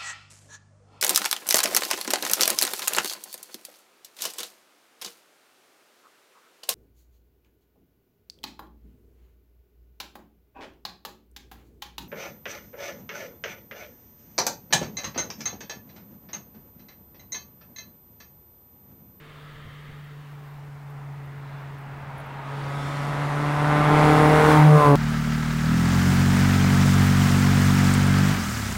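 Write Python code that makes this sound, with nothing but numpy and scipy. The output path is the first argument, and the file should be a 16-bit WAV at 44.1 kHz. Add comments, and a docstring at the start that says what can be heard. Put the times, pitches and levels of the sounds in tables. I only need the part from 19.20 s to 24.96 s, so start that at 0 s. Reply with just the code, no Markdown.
"""A country road: a small four-cylinder sports car comes up, eases off, pulls again and passes close by.
Its exhaust boom carries from afar; nearer come intake snarl, clatter and tyre roar, then the tailpipe's
rasp as the pitch drops. Distance, bearing and throttle set the car's levels; its motion sets the Doppler
shift. A far rush dies away early, a faint whine hangs on, insects tick in the verge and a breeze nudges
the microphone. Gain control holds the pass down."""
import sys
import numpy as np
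from scipy import signal
from scipy.fft import rfft, irfft, next_fast_len
from scipy.io import wavfile
from scipy.ndimage import uniform_filter1d, map_coordinates

SR = 44100
rng = np.random.default_rng(int(sys.argv[2]) if len(sys.argv) > 2 else 0)


def pcm_store(signal):
    """Save signal as 16-bit PCM."""
    levels = np.round(np.clip(np.atleast_2d(signal), -1, 1) * 32767)
    wavfile.write(sys.argv[1], SR, levels.astype(np.int16).T)


N = 253859
TIME_S = np.arange(N) / SR
SPEED_M_PER_S, SOUND_M_PER_S = 24, 343
PASS_S, CLOSEST_M = 5.65, 4.8


def amp(db):
    """Decibels to gain."""
    return 10 ** (np.asarray(db) / 20)


def unit(x):
    """Scale to rms 1."""
    return x / np.sqrt(np.mean(x ** 2) + 1e-20)


def bump(at_s, width_s):
    """Bell of height 1; falls to 1/e at width_s either side."""
    return np.exp(-((TIME_S - at_s) / width_s) ** 2)


def step(x):
    """Smooth step from 0 to 1 around x = 0."""
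    return .5 + .5 * np.tanh(x / 2)


def curves(rows):
    """One value per sample for each column after the time."""
    times_s, *columns = np.transpose(rows)
    return [np.interp(TIME_S, times_s, column) for column in columns]


def wobble(rate_hz):
    """Smooth random curve, rate_hz knots a second."""
    knots = rng.standard_normal(int(N * rate_hz / SR) + 4)
    return map_coordinates(knots, [TIME_S * rate_hz])


def filtered(x, response):
    """Apply the gain response(hz) to x."""
    size = next_fast_len(N + SR // 2)
    return irfft(rfft(x, size) * response(np.fft.rfftfreq(size, 1 / SR)), size)[:N]


def noise(spectrum, patchy_db):
    """Noise of rms 1 with drifting patches of gain; spectrum rows: f/Hz, relative density/dB."""
    frames = signal.stft(rng.standard_normal(N), nperseg=1024)[2]
    patches = uniform_filter1d(rng.standard_normal(frames.shape), size=6, axis=0)
    patches = uniform_filter1d(patches, size=14, axis=1)
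    patchy = signal.istft(frames * amp(patchy_db * unit(patches)), nperseg=1024)[1][:N]
    knots_hz, db = np.transpose(spectrum)
    return unit(filtered(patchy, lambda hz: amp(np.interp(np.log(hz + 1), np.log(knots_hz), db))))


# Breeze puffs: t/s, half-width/s, level/dB
BREEZE_PUFFS = [(.35, 0.029, -49), (.465, 0.027, -47), (.71, 0.028, -50), (2.85, 0.17, -58),
                (3.9, 0.078, -47)]

def breeze():
    """Wind on the microphone: a low, wavering rumble with puffs."""
    spectrum = [(12, -14), (30, -14), (60, -8), (100, -7.5), (250, -19.5), (900, -87)]
    puffs = sum(amp(db) * bump(at_s, width_s) for at_s, width_s, db in BREEZE_PUFFS)
    return (amp(-56 + .83 * wobble(5.5)) + puffs) * noise(spectrum, patchy_db=-.5)


# Hiss of air and road: f/Hz, relative density/dB
HISS_SPECTRUM = [(2000, -35), (4200, 3), (5500, 0.5), (7000, -1), (9500, -2.5), (12000, -8.5), (15500, -18)]

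def hiss(level_db, patchy_db):
    """High, broad hiss."""
    return amp(level_db) * noise(HISS_SPECTRUM, patchy_db)


# Cricket buzz: f/Hz, relative density/dB
CRICKET_SPECTRUM = [(9000, -32), (12000, -11), (13500, -6), (15800, -7)]

def bush_cricket(stroke_hz=96.7):
    """Thin buzz in the grass: high noise pulsed by wingstrokes."""
    strokes = np.sin(2 * np.pi * stroke_hz * TIME_S + .5 * wobble(3))
    return amp(-67 + 1.2 * wobble(4)) * unit(amp(4.5 * strokes)) * noise(CRICKET_SPECTRUM, patchy_db=2)


# Insect ticks: t/s, relative peak/dB, f/Hz
INSECT_TICKS = [(0.8394, -58, 13400), (1.699, -57, 11850), (2.0544, -56, 12530), (2.0844, -64, 13400),
                (2.5825, -56, 10960), (2.6044, -58, 13300), (2.9776, -51, 10100), (2.9975, -50, 10200),
                (3.0565, -54, 12900)]

def insect_ticks(width_hz=1800, rise_s=.0043):
    """Insects in the verge: short bursts of high noise."""
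    ticks = np.zeros(N)
    for at_s, db, pitch_hz in INSECT_TICKS:
        age = np.maximum(TIME_S - at_s, 0) / rise_s
        band = filtered(rng.standard_normal(N),
                        lambda hz: np.exp(-((hz - pitch_hz) / width_hz) ** 2) + .4 * (hz > pitch_hz))
        ticks += amp(db - 7) * age * np.exp(1 - age) * unit(band)
    return ticks


# Far rush: f/Hz, relative density/dB
FAR_SPECTRUM = [(300, -4), (560, -4), (850, -9.5), (1000, -5), (1250, 0), (1480, -6.5), (1650, -1.5),
                (1950, -2), (2500, -10), (2900, -8.5), (3750, -11.5), (4100, -18), (4600, -19.5),
                (5500, -38)]

def far_rush(peak_s=.31, rise_s=.46, fall_s=.89):
    """Hollow, distant rush that swells once and dies away."""
    swell = np.where(TIME_S < peak_s, bump(peak_s, rise_s), bump(peak_s, fall_s))
    return amp(-48.5) * swell * noise(FAR_SPECTRUM, patchy_db=1.3)


# Whine: t/s, f/Hz, level/dB
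WHINE_TRACK = [(0, 446, -59), (.5, 443.5, -68), (1.3, 430.7, -61), (3, 433.3, -57.5), (3.6, 430, -49),
               (4.2, 445, -75)]

def whine():
    """Faint, wavering tone, heard while the car is still far."""
    pitch_hz, level_db = curves(WHINE_TRACK)
    phase = 2 * np.pi * np.cumsum(pitch_hz) / SR
    return amp(level_db + 2.9 * wobble(9.9)) * np.sin(phase + .43 * wobble(14))


# Car sounds by name: level at 20 m/dB, ground and air loss/(dB/m), shut-throttle gain/dB, flank gain/dB
PROPAGATION = { "boom": (-19.5, 0.0831, -0.5, 6), "second": (-24.5, 0.52, -6.5, 1),
               "third": (-28.5, 0.86, -4, -9.5), "hedge": (-39.5, 0.02, -1.5, -5),
               "front": (-22.5, 0.62, -33, -15.5), "intake": (-26, 0.28, -5.5, 1),
               "pipe": (-47, 0.74, -6, 15.5), "rumble": (-31, 0.1748, -0.5, -4.5),
               "roar": (-25, 0.21, 1.15, -7.5), "rush": (-29, 0.1971, -2.5, -5.5),
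               "hiss": (-42, 0.28, -7.5, -6), "spray": (-53, 0.7, 2, -6.5)}

def car_levels_db(distance_m, bearing_deg, throttle_s=3.22, opening_s=.087, reference_m=20,
                  flank_deg=40.3, turn_deg=4.1, intake_beam_deg=14.2):
    """Level of each car sound from distance, throttle and the side shown; the intake beams forward."""
    shut = np.exp(-np.maximum(TIME_S - throttle_s, 0) / opening_s)
    flank = step((bearing_deg - flank_deg) / turn_deg)
    spread_db = 20 * np.log10(reference_m / distance_m)
    level_db = {}
    for name, (db, loss_db_per_m, shut_db, flank_db) in PROPAGATION.items():
        loss_db = loss_db_per_m * (distance_m - reference_m)
        level_db[name] = db + spread_db - loss_db + shut_db * shut + flank_db * flank
    level_db["intake"] -= 10 * np.log10(1 + (bearing_deg / intake_beam_deg) ** 8)
    return level_db


# Sizzle: f/Hz, relative density/dB
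SIZZLE_SPECTRUM = [(2400, -17), (3100, -3.5), (3650, 1.5), (4300, -6.5), (6500, -14), (9000, -17.5),
                   (13000, -25)]
# Its swells: t/s, half-width/s, level/dB
SIZZLE_SWELLS = [(2.401, 0.21, -66), (3.7, 0.39, -49), (4.88, 0.11, -46), (5.3, 0.077, -36)]

def sizzle():
    """Narrow sizzle that comes in swells as the car nears."""
    swells = sum(amp(db) * bump(at_s, width_s) for at_s, width_s, db in SIZZLE_SWELLS)
    return swells * noise(SIZZLE_SPECTRUM, patchy_db=3.5)


# Tyre and air noise bands, low to high: f/Hz, relative density/dB
RUMBLE_SPECTRUM = [(30, -33), (48, -15), (62, -2), (85, -3.5), (110, -0.5), (200, 1.5), (250, -2), (310, 0),
                   (400, -5), (520, -5.5), (800, -10.5), (2000, -81)]
ROAR_SPECTRUM = [(200, -43), (480, -11), (640, -3.5), (800, 1), (950, 1), (1100, -1), (1450, -3.5),
                 (1900, -7.5), (2800, -16.5), (6000, -60)]
RUSH_SPECTRUM = [(600, 1), (1200, -3.5), (1700, -2), (2050, 1), (2500, -5.5), (3100, -9), (3500, -8.5),
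                 (4400, -16.5), (6000, -27.5), (12000, -58)]
SPRAY_SPECTRUM = [(6000, -44), (9000, 4), (12000, -2), (15500, 1.5)]
# Swells of the roar and of the treble: t/s, gain/dB
ROAR_SWELL = [(0, 4), (.6, -1.5), (1.33, 3.5), (1.55, 1.7), (1.85, 2), (2.1, 1.5), (2.35, 2), (2.6, 0),
              (3.4, 1), (3.7, 0.8), (4.35, -0.3), (4.6, 1.55), (4.87, 1), (5.1, -1), (5.31, 1),
              (5.54, -3.5), (5.66, 0.5), (5.76, -7)]
TREBLE_SWELL = [(2.2, -2), (3, 2.5), (3.45, 0), (3.7, 3), (4.35, 0), (4.7, -1), (4.87, 0.5), (5.1, -1.5),
                (5.22, 1), (5.32, 3), (5.4, -1), (5.53, -2), (5.67, -1), (5.76, -5.5)]

def road_noise(phase, distance_m, level_db, clatter_depth=.3, reach_m=25, crest_s=.63, patchy_db=1.1):
    """Tyre roar and rushing air come over a crest; close by, engine clatter pulses through them."""
    near = 1 / (1 + (distance_m / reach_m) ** 2)
    firings = np.cos(phase) + .32 * np.cos(2 * phase) + .13 * np.cos(phase / 2)
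    clatter = unit(np.exp(clatter_depth * near * firings))
    hidden = step((crest_s - TIME_S) / .058)
    swell_db, = curves(ROAR_SWELL)
    treble_db, = curves(TREBLE_SWELL)
    rumble = amp(level_db["rumble"] - 3 * hidden) * noise(RUMBLE_SPECTRUM, patchy_db)
    roar = amp(level_db["roar"] + swell_db - 6.1 * hidden) * noise(ROAR_SPECTRUM, patchy_db)
    rush_db = level_db["rush"] + 1.2 * swell_db + .23 * treble_db - 4 * hidden
    rush = amp(rush_db) * noise(RUSH_SPECTRUM, patchy_db)
    road_hiss = hiss(level_db["hiss"] + treble_db, patchy_db=.8)
    spray = amp(level_db["spray"] + treble_db) * noise(SPRAY_SPECTRUM, patchy_db=1)
    return rumble + clatter * (roar + rush) + np.sqrt(clatter) * (road_hiss + spray)


# Lobes: order (multiple of the firing rate), t/s, half-width/s, gain/dB
ORDER_LOBES = [(1, 5.26, 0.073, -3.5), (1, 5.39, 0.041, 2), (1, 5.625, 0.044, -16), (1, 5.76, .09, -6),
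               (2, 5.2, 0.12, -7.5), (2, 5.38, 0.038, 1), (2, 5.56, 0.13, -17.5), (2, 5.76, 0.07, -5),
               (3, 5.25, 0.07, 3.5), (3, 3.8, 0.09, 2), (3, 5.415, 0.055, -14), (6, 5.39, 0.028, 5.5),
               (6, 5.58, 0.048, -18), (8, 4.58, 0.15, 4), (8, 5.6, .08, -1), (8, 5.48, 0.054, -8),
               (9, 3.49, 0.4, 4), (7, 5.49, 0.069, -15.5), (7, 5.645, 0.037, 3.5), (7, 5.76, 0.056, -10)]

def lobes_db(order):
    """Brief cancellations and swells of one engine order as the car moves."""
    return sum(db * bump(at_s, width_s) for k, at_s, width_s, db in ORDER_LOBES if k == order)


# Engine from ahead, intake snarl, tailpipe rasp: order, relative level/dB
FRONT_ORDERS = [(.5, -14), (1.5, -17), (1.75, -10), (2.25, -19), (2.75, -8), (3.25, -13), (3.5, -13),
                (4, -2), (4.5, -18), (4.75, -13), (5, 0), (5.25, -7), (5.5, -8), (6, -2.5), (6.25, -16),
                (6.5, -10), (7, -4), (7.25, -12), (7.5, -15), (8, -7), (8.5, -13), (9, -11), (9.5, -11),
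                (10, -12), (11, -16), (12, -20), (13, -17), (14, -16)]
INTAKE_ORDERS = [(4, -2), (5, -11), (6, -11), (7, 0), (8, 0), (9, 0), (10, -4), (11, -11), (12, -14),
                 (14, -12), (15, -13)]
PIPE_ORDERS = [(1.5, -17), (3.5, -14), (4, -2), (4.5, -16), (5, -4), (6, -7), (6.5, -13), (7, 2),
               (7.5, -10), (8, -5), (9, -17), (10, -18), (11, -20)]

def engine_orders(phase, firing_hz, distance_m, level_db, blur_rad,
                  reflection=.7, closest_lag_s=.00207, flutter_db=1.1, jitter_rad=.07):
    """Engine, intake and tailpipe share orders; each leads in turn as the car comes and draws level."""
    lag_s = closest_lag_s * (CLOSEST_M / distance_m) ** 1.54
    powers = {}
    for name, orders in [("front", FRONT_ORDERS), ("intake", INTAKE_ORDERS), ("pipe", PIPE_ORDERS)]:
        scale = amp(level_db[name]) ** 2 / sum(amp(db) ** 2 for _, db in orders)
        for order, db in orders:
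            share = scale * amp(db) ** 2
            if name == "front":  # the road's reflection sweeps a notch down through the lines
                share *= 1 + reflection * np.cos(2 * np.pi * order * firing_hz * lag_s)
            powers[order] = powers.get(order, 0) + share
    sound = np.zeros(N)
    for order, power in powers.items():
        # whole orders join into one pulse a firing; unequal cylinders add lines between at any phase
        offset_rad = rng.standard_normal() * (np.pi if order % 1 else .62 + blur_rad)
        gain = np.sqrt(2 * power) * amp(lobes_db(order) + flutter_db * wobble(9))
        sound += gain * np.cos(order * phase + offset_rad + jitter_rad * wobble(24))
    return sound


def hedge_scatter(phase):
    """Hedges scatter a blurred copy of the first three exhaust orders."""
    return sum(amp(db) * (wobble(rate_hz) * np.cos(order * phase) + wobble(rate_hz) * np.sin(order * phase))
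               for order, db, rate_hz in [(1, 0, 55), (2, -5.5, 80), (3, -7, 40)])


# Exhaust effort as the driver eases off and pulls again: t/s, gain/dB
EXHAUST_EFFORT = [(0, -6), (.3, -0.5), (1.1, 0.5), (1.7, 0), (1.78, 1.5), (2.35, -1), (2.62, -3),
                  (3.15, -7), (3.36, -1), (4.2, -0.8), (4.7, .5)]

def exhaust_boom(phase, level_db, blur_rad, throb_s=2.89, throb_hz=17, flutter_db=2, jitter_rad=.25):
    """Boom at the firing rate plus two overtones; it throbs just before the throttle opens."""
    effort_db, = curves(EXHAUST_EFFORT)
    throb_db = 4 * bump(throb_s, width_s=.13) * np.cos(2 * np.pi * throb_hz * (TIME_S - throb_s))
    boom_db = level_db["boom"] + effort_db + lobes_db(order=1) + throb_db + .45 * wobble(25)
    boom = amp(boom_db) * np.cos(phase + .15 * wobble(20))
    for order, name, flutter_hz, jitter_hz in [(2, "second", 18, 28), (3, "third", 20, 25)]:
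        gain = amp(level_db[name] + lobes_db(order) + flutter_db * wobble(flutter_hz))
        boom += gain * np.cos(order * phase + (order - 1) * blur_rad + jitter_rad * wobble(jitter_hz))
    return np.sqrt(2) * boom


def scene():
    """The car drives a straight path past the verge; one Doppler-shifted phase times its firings."""
    ahead_m = SPEED_M_PER_S * (PASS_S - TIME_S)
    distance_m = np.hypot(ahead_m, CLOSEST_M)
    bearing_deg = np.degrees(np.arctan2(CLOSEST_M, ahead_m))  # microphone off the car's nose
    passing = sports_car(distance_m, bearing_deg) + sizzle()
    background = whine() + far_rush() + insect_ticks() + bush_cricket() + breeze()
    return (passing + background + hiss(level_db=-68, patchy_db=.5))[None]


# Firing rate at the engine: t/s, f/Hz
FIRING_RATE = [(0, 138.6), (.3, 136.6), (1, 135.05), (2, 130.8), (2.5, 129.55), (3, 129.5), (3.2, 128.75),
               (4, 134.1), (4.8, 140.1), (5.2, 142.8), (5.42, 143.8), (5.6, 146), (5.76, 145.7)]

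def sports_car(distance_m, bearing_deg):
    """One firing phase drives exhaust, engine orders and clatter."""
    engine_hz, = curves(FIRING_RATE)
    firing_hz = engine_hz / (1 - SPEED_M_PER_S / SOUND_M_PER_S * np.cos(np.radians(bearing_deg)))
    phase = 2 * np.pi * np.cumsum(firing_hz) / SR
    level_db = car_levels_db(distance_m, bearing_deg)
    blur_rad = 1.1 * step((bearing_deg - 21) / 2)  # off the nose the orders drift out of step
    exhaust = exhaust_boom(phase, level_db, blur_rad) + amp(level_db["hedge"]) * hedge_scatter(phase)
    engine = engine_orders(phase, firing_hz, distance_m, level_db, blur_rad)
    return exhaust + engine + road_noise(phase, distance_m, level_db)


def record(dry, threshold_db=-17, ratio=8.8, average_s=.084, bass_cut_hz=290, top_hz=15800):
    """Gain control, less alert to bass, holds the loud pass down; nothing above top_hz is kept."""
    sensed = filtered(dry[0], lambda hz: hz / np.hypot(hz, bass_cut_hz))
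    size = int(average_s * SR) + 1
    power = np.abs(uniform_filter1d(uniform_filter1d(sensed ** 2, size=size), size=size))
    over_db = np.maximum(10 * np.log10(power + 1e-12) - threshold_db, 0)
    gain = amp(-over_db * (1 - 1 / ratio))
    return filtered(gain * dry[0], lambda hz: hz < top_hz)[None]


dry = scene()
out = record(dry)
pcm_store(out)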